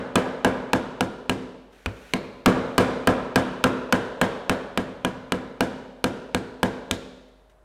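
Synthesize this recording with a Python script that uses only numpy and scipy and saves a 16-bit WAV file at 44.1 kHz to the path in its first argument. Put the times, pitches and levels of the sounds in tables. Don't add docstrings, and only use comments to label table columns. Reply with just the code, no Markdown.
import sys
import numpy as np
from scipy import signal
from scipy.fft import rfft, irfft
from scipy.io import wavfile
from scipy.ndimage import uniform_filter1d

SR = 44100
rng = np.random.default_rng(int(sys.argv[2]) if len(sys.argv) > 2 else 0)


def wrap_up_sound(samples):
    columns = np.atleast_2d(samples).T
    tamed = np.clip(columns, -1, 1)
    steps = np.round(tamed * 32767).astype(np.int16)
    wavfile.write(sys.argv[1], SR, steps)


N = 336923
LEAD = SR // 2
EDGE_HZ = 15900

CLANG_DB, CLANG_PER_DB = -4, 1.1146
SNAP_DB, SNAP_PER_DB = -1, 0.9467
RING_DB, RING_PER_DB = -7, 0.92
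BAG_HZ, BAG_HZ_PER_DB = 107, 1
SLAP_S, CHATTER_S, PINNED_DB, LOOSE_DB = .0022, .0032, -9, -15

# (time [s], force [dB], extra clang of a flat landing [dB], extra snap of an edge [dB],
# extra thump when the sand gives [dB], note of the struck spot [Hz], strength of that note [dB])
MALLET_BLOWS = [(-0.13, -2.5, 1.5, -2, -0.5, 780, -12), (0.1564, -3.5, 3, 2, -1, 1230, -6),
                (0.4469, -2.5, 2, -1.5, 1, 820, -3), (0.7328, -4.5, -1, 0, -1, 892, 4.5),
                (1.008, -8, -2, 0.5, 0, 757, 4.5), (1.2956, -6.5, -3, 0, 1, 2680, -3),
                (1.86, -18.5, 2, -1.5, 18.5, 2410, 8), (2.1364, -8.5, -3, -1, 0.5, 2240, 10),
                (2.4598, 3, -2, -1, 2, 1154, -0.5), (2.7804, .5, 0.5, 2.5, 4.5, 1300, -3.5),
                (3.073, -1, 2.5, -1, 4.5, 1300, -6), (3.3586, -2, 1.5, 1.5, 0.5, 1600, -4.5),
                (3.64, -1.5, 0.5, -.5, -2.5, 1370, -0.5), (3.9248, -4, 2, 2, -1, 1524, 0.5),
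                (4.214, -4.5, 3, 2.5, 0.5, 1740, -5), (4.4956, -7.5, 4.5, 2.5, 4.5, 1710, -8),
                (4.7751, -7.5, -1, -1.5, 2, 1880, -6), (5.048, -8, -2.5, -2, 0.5, 3300, -2),
                (5.3212, -9, 0, -1, 1.5, 2040, -3), (5.6072, -5, -3, 0.5, -6, 820, -4.5),
                (6.0417, -6.5, -1.5, 1, -4, 2950, -10), (6.3469, -8.5, -1.5, -0.5, 4.5, 4370, -1),
                (6.6306, -6.5, -1, 1.5, 4, 890, 2), (6.911, -13, -1, 8, 9.5, 3600, 2)]


def mallet(alike=0.591, spot_db=3, spot_room_db=-4, panel_room_db=-27, radiating_hz=1500):
    slaps, cracks, body = np.zeros((3, N + LEAD))
    usual = rng.standard_normal(1024)
    far_field = signal.butter(1, radiating_hz, "high", fs=SR)
    for s, force, flat, edge, give, spot_hz, spot in MALLET_BLOWS:
        own = rng.standard_normal(1024)
        grain = np.sqrt(alike) * usual + np.sqrt(1 - alike) * own
        hit = contact(grain, force, flat, edge)
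        note = gain_of(spot) * spot_note(hit, spot_hz)
        panel = panel_ring(force)

        add(slaps, s, hit + gain_of(spot_room_db) * note)
        add(slaps, s, gain_of(panel_room_db) * signal.lfilter(*far_field, panel))
        add(cracks, s, hit + gain_of(spot_db) * note)
        for sound in (panel, bag_thump(force, give), bench_boom(force), standing_waves(force)):
            add(body, s, sound)
    return slaps, cracks, body


def contact(grain, force, flat, edge):
    clang = CLANG_DB + CLANG_PER_DB * force + flat
    snap = SNAP_DB + SNAP_PER_DB * force + edge
    fade_s = np.interp(snap, [LOOSE_DB, PINNED_DB], [CHATTER_S, SLAP_S])
    bands = [(280, force), (700, clang), (1400, clang), (4500, snap)]  # (frequency [Hz], level [dB])
    return signal.fftconvolve(slap(grain, fade_s), colour(bands))


def slap(grain, fade_s):
    fade = np.exp(-np.arange(len(grain)) / SR / fade_s)
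    burst = grain * fade
    for _ in range(3):
        spectrum = rfft(burst)
        burst = irfft(spectrum / (abs(spectrum) + 1e-9))
        power = abs(uniform_filter1d(burst ** 2, size=64))
        burst *= fade / np.sqrt(power + 1e-12)
    return burst / np.linalg.norm(burst)


def spot_note(hit, hz, q=8, overtone=1.88, overtone_db=-5):
    note = signal.lfilter(*signal.iirpeak(hz, q, fs=SR), hit)
    upper = signal.lfilter(*signal.iirpeak(hz * overtone, q, fs=SR), hit)
    return note + gain_of(overtone_db) * upper


# (frequency [Hz], relative level per Hz [dB])
CRACK_COLOUR = [(25, -6.5), (150, -2), (450, 2), (900, 3.5), (1600, 0), (2100, -7), (3000, -5), (4800, -21),
                (8000, -19.5), (15000, -35)]
# (delay [s], level [dB])
FIRST_ECHOES = [(.0048, -20), (0.018, -15.5), (0.0278, -16)]


def crack(cracks, crack_db=20.5, dull_hz=1700):
    near = gain_of(crack_db) * tinted(cracks, CRACK_COLOUR)
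    dull = signal.lfilter(*signal.butter(2, dull_hz, fs=SR), near)
    heard = near.copy()
    for delay, db in FIRST_ECHOES:
        echo = np.pad(dull, (round(delay * SR), 0))[:len(near)]
        heard += gain_of(db) * echo
    return heard


# (frequency [Hz], level [dB], t60 [s])
PANEL_MODES = [(318, -13.5, 0.078), (473, -7.5, 0.023), (1000, -11, 0.041), (1414, -12.5, 0.038),
               (1770, -17, 0.011), (2022, -21, 0.058), (2377, -18, 0.056), (2756, -13.5, 0.024),
               (2930, -13.5, 0.039), (3600, -28.5, 0.03), (4150, -14.5, 0.02), (6050, -48.5, 0.014),
               (6400, -39, 0.016), (6930, -60, 0.014)]


def panel_ring(force):
    return gain_of(RING_DB + RING_PER_DB * force) * ring(PANEL_MODES, rise=.0008, detune=.03, scatter=2)


def bag_thump(force, give, bag_db=-19, t60=0.18, rise=0.0098, sag=0.092, sag_per_db=-0.06, sag_s=0.017,
              rock_hz=60, rock_db=-19, rock_t60=0.64):
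    t = np.arange(SR) / SR
    hz = BAG_HZ + BAG_HZ_PER_DB * force
    glide = 1 + (sag + sag_per_db * give) * (np.exp(-t / sag_s) - .25)
    turns = np.cumsum(hz * glide) / SR
    sand = gain_of(-60 * t / t60) * np.sin(2 * np.pi * turns)
    rocking = gain_of(rock_db - 60 * t / rock_t60) * np.sin(2 * np.pi * rock_hz * t)
    swell = 1 - np.exp(-(t / rise) ** 2)
    return gain_of(force + give + bag_db) * (sand + rocking) * swell


# (frequency [Hz], level relative to the force [dB], t60 [s])
BENCH_MODES = [(186, -14, 0.21), (233.6, -8.5, 0.057), (259.1, -9, 0.15), (331, -23, 0.37),
               (405.3, -22.5, 0.2), (499.4, -16, 0.13), (679, -19.5, 0.16), (748, -25, 0.15),
               (963, -27, 0.22), (1631, -18, 0.12)]


def bench_boom(force):
    return gain_of(force) * ring(BENCH_MODES, rise=.007, detune=.006, scatter=1.2)


# (frequency [Hz], level relative to the force [dB], t60 [s])
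ROOM_MODES = [(55, -47, 0.83), (185, -34, 1), (204, -36.5, 0.9), (256, -25, 1), (267, -34, 0.78)]


def standing_waves(force):
    return gain_of(force) * ring(ROOM_MODES, rise=.04, detune=.002, scatter=1.2)


def shifting_paths(slaps, count=4, cycle_s=2.5):
    turn = np.arange(len(slaps)) / SR / cycle_s
    shares = np.array([np.maximum(np.cos(2 * np.pi * (turn - k / count)), 0) for k in range(count)])
    shares /= np.linalg.norm(shares, axis=0)
    return sum(workshop(slaps * share) for share in shares)


# (frequency [Hz], relative level per Hz [dB])
HALL_COLOUR = [(30, -16.5), (90, -5.5), (200, 0.5), (265, -3), (335, -5), (470, 1.5), (600, -1.5),
               (760, -6), (1650, -8.5), (1950, -16.5), (3700, -26), (5000, -34), (8500, -39.5),
               (16000, -58.5)]
# (frequency [Hz], t60 [s])
HALL_DECAY = [(60, 0.54), (250, 0.94), (550, 1.254), (1500, 0.94), (4000, 1.164), (8000, 0.84),
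              (15000, 0.55)]


def workshop(slaps, late_db=-19.5, early_db=-15, early_t60=0.11, build_s=0.0025, treble_db=2,
             walls_db=-25, walls_s=0.026, walls_treble_db=10):
    t = np.arange(2 * SR) / SR
    late, early, walls = rng.standard_normal((3, len(t)))

    hz, when, bands = signal.stft(tinted(late, HALL_COLOUR), SR, nperseg=512)
    decay = gain_of(-60 * when / read(HALL_DECAY, hz)[:, None])
    late = signal.istft(bands * decay, SR, nperseg=512)[1][:len(t)]

    early_tint = colour([(250, -5.5), (500, -2), (1000, -12.0), (8000, treble_db)])
    early = signal.fftconvolve(tinted(early, HALL_COLOUR), early_tint)[:len(t)]
    walls_tint = colour([(500, -3.5), (2000, 4.0), (8000, walls_treble_db)])
    walls = signal.fftconvolve(tinted(walls, HALL_COLOUR), walls_tint)[:len(t)]
    swell = (t / walls_s * np.exp(1 - t / walls_s)) ** 4

    answer = gain_of(late_db) * late
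    answer += gain_of(early_db - 60 * t / early_t60) * early
    answer += gain_of(walls_db) * swell * walls
    build = 1 - np.exp(-(t / build_s) ** 2)
    return signal.oaconvolve(slaps, answer * build)[:len(slaps)]


# (time [s], level [dB])
SLIDE_LEVEL = [(1.68, -99), (1.73, -60), (1.85, -58.5), (2.1, -52.5), (2.3, -64), (2.45, -70), (2.8, -60.5),
               (3.0, -101)]


def sliding():
    t = (np.arange(N + LEAD) - LEAD) / SR
    knots = t[::200]
    flicker_db = 1.3 * np.interp(t, knots, rng.standard_normal(len(knots)))
    grains = rng.standard_normal(len(t)) * gain_of(flicker_db)
    return grains * gain_of(np.interp(t, *np.transpose(SLIDE_LEVEL)))


# (time [s], level [dB])
LIFT_TICKS = [(7.282, -66.5), (7.497, -60.5), (7.514, -66.5)]


def lift_ticks(t60=0.079):
    ticks = np.zeros(N + LEAD)
    age = np.arange(SR // 8) / SR
    for s, db in LIFT_TICKS:
        add(ticks, s, gain_of(db - 60 * age / t60) * rng.standard_normal(len(age)))
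    return ticks


# (frequency [Hz], relative level per Hz [dB])
SCUFF_COLOUR = [(500, -23.5), (1500, 11.5), (2600, 8.5), (4000, 1.5), (5000, -3), (6200, -0.5), (8000, -6),
                (10000, -7.5), (15000, -13.5)]


def handling():
    return tinted(sliding() + lift_ticks(), SCUFF_COLOUR)


# (frequency [Hz], level [dB], t60 [s])
FREE_MODE = [(620, -61.5, 4.2)]


def lifted_panel(s=7.22):
    note = np.zeros(N + LEAD)
    add(note, s, ring(FREE_MODE, rise=0.017))
    return note


# (frequency [Hz], relative level per Hz [dB])
AIR_COLOUR = [(20, -25), (36, -15.5), (56, 1), (90, -5), (250, -12.5), (600, -6), (1500, -16),
              (4000, -35.5), (10000, -34.5), (16000, -43.5)]


def room_tone(air_db=-62, hum_db=-60, hum_hz=48.4):
    t = np.arange(N + LEAD) / SR
    air = tinted(rng.standard_normal(len(t)), AIR_COLOUR)
    hum = np.sqrt(2) * np.sin(2 * np.pi * hum_hz * t)
    return gain_of(air_db) * air + gain_of(hum_db) * hum


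def ring(modes, rise, detune=0, scatter=0):
    t = np.arange(SR * 3 // 2) / SR
    hz, db, t60 = np.array(modes, float).T[:, :, None]
    pitch, strength = rng.standard_normal((2, len(modes), 1))
    level = gain_of(db + scatter * strength - 60 * t / t60)
    waves = level * np.sin(2 * np.pi * hz * (1 + detune * pitch) * t)
    signs = (-1) ** np.arange(len(modes))
    return signs @ waves * (1 - np.exp(-(t / rise) ** 2))


def colour(points):
    hz = abs(np.fft.fftfreq(4096, 1 / SR))
    log_gain = np.log(gain_of(read(points, hz)))
    return np.fft.ifft(np.exp(np.conj(signal.hilbert(log_gain)))).real[:2048]


def tinted(x, points):
    taps = colour(points)
    return signal.oaconvolve(x, taps / np.linalg.norm(taps))[:len(x)]


def read(points, hz):
    f, value = np.transpose(points)
    return np.interp(np.log(hz + 1), np.log(f + 1), value)


def gain_of(db):
    return 10 ** (np.asarray(db) / 20)


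def add(mix, s, sound):
    part = mix[round(s * SR) + LEAD:][:len(sound)]
    part += sound[:len(part)]


def scene():
    slaps, cracks, body = mallet()
    blows = crack(cracks) + body + shifting_paths(slaps)
    mono = (blows + handling() + lifted_panel() + room_tone())[LEAD:]
    return np.array([mono, mono])


def record(dry):
    ceiling = .32
    clipped = np.clip(dry, -ceiling, ceiling)
    low_pass = signal.firwin(101, EDGE_HZ, window=("kaiser", 8), fs=SR)
    return signal.oaconvolve(clipped, low_pass[None], "same")


dry = scene()
out = record(dry)
wrap_up_sound(out)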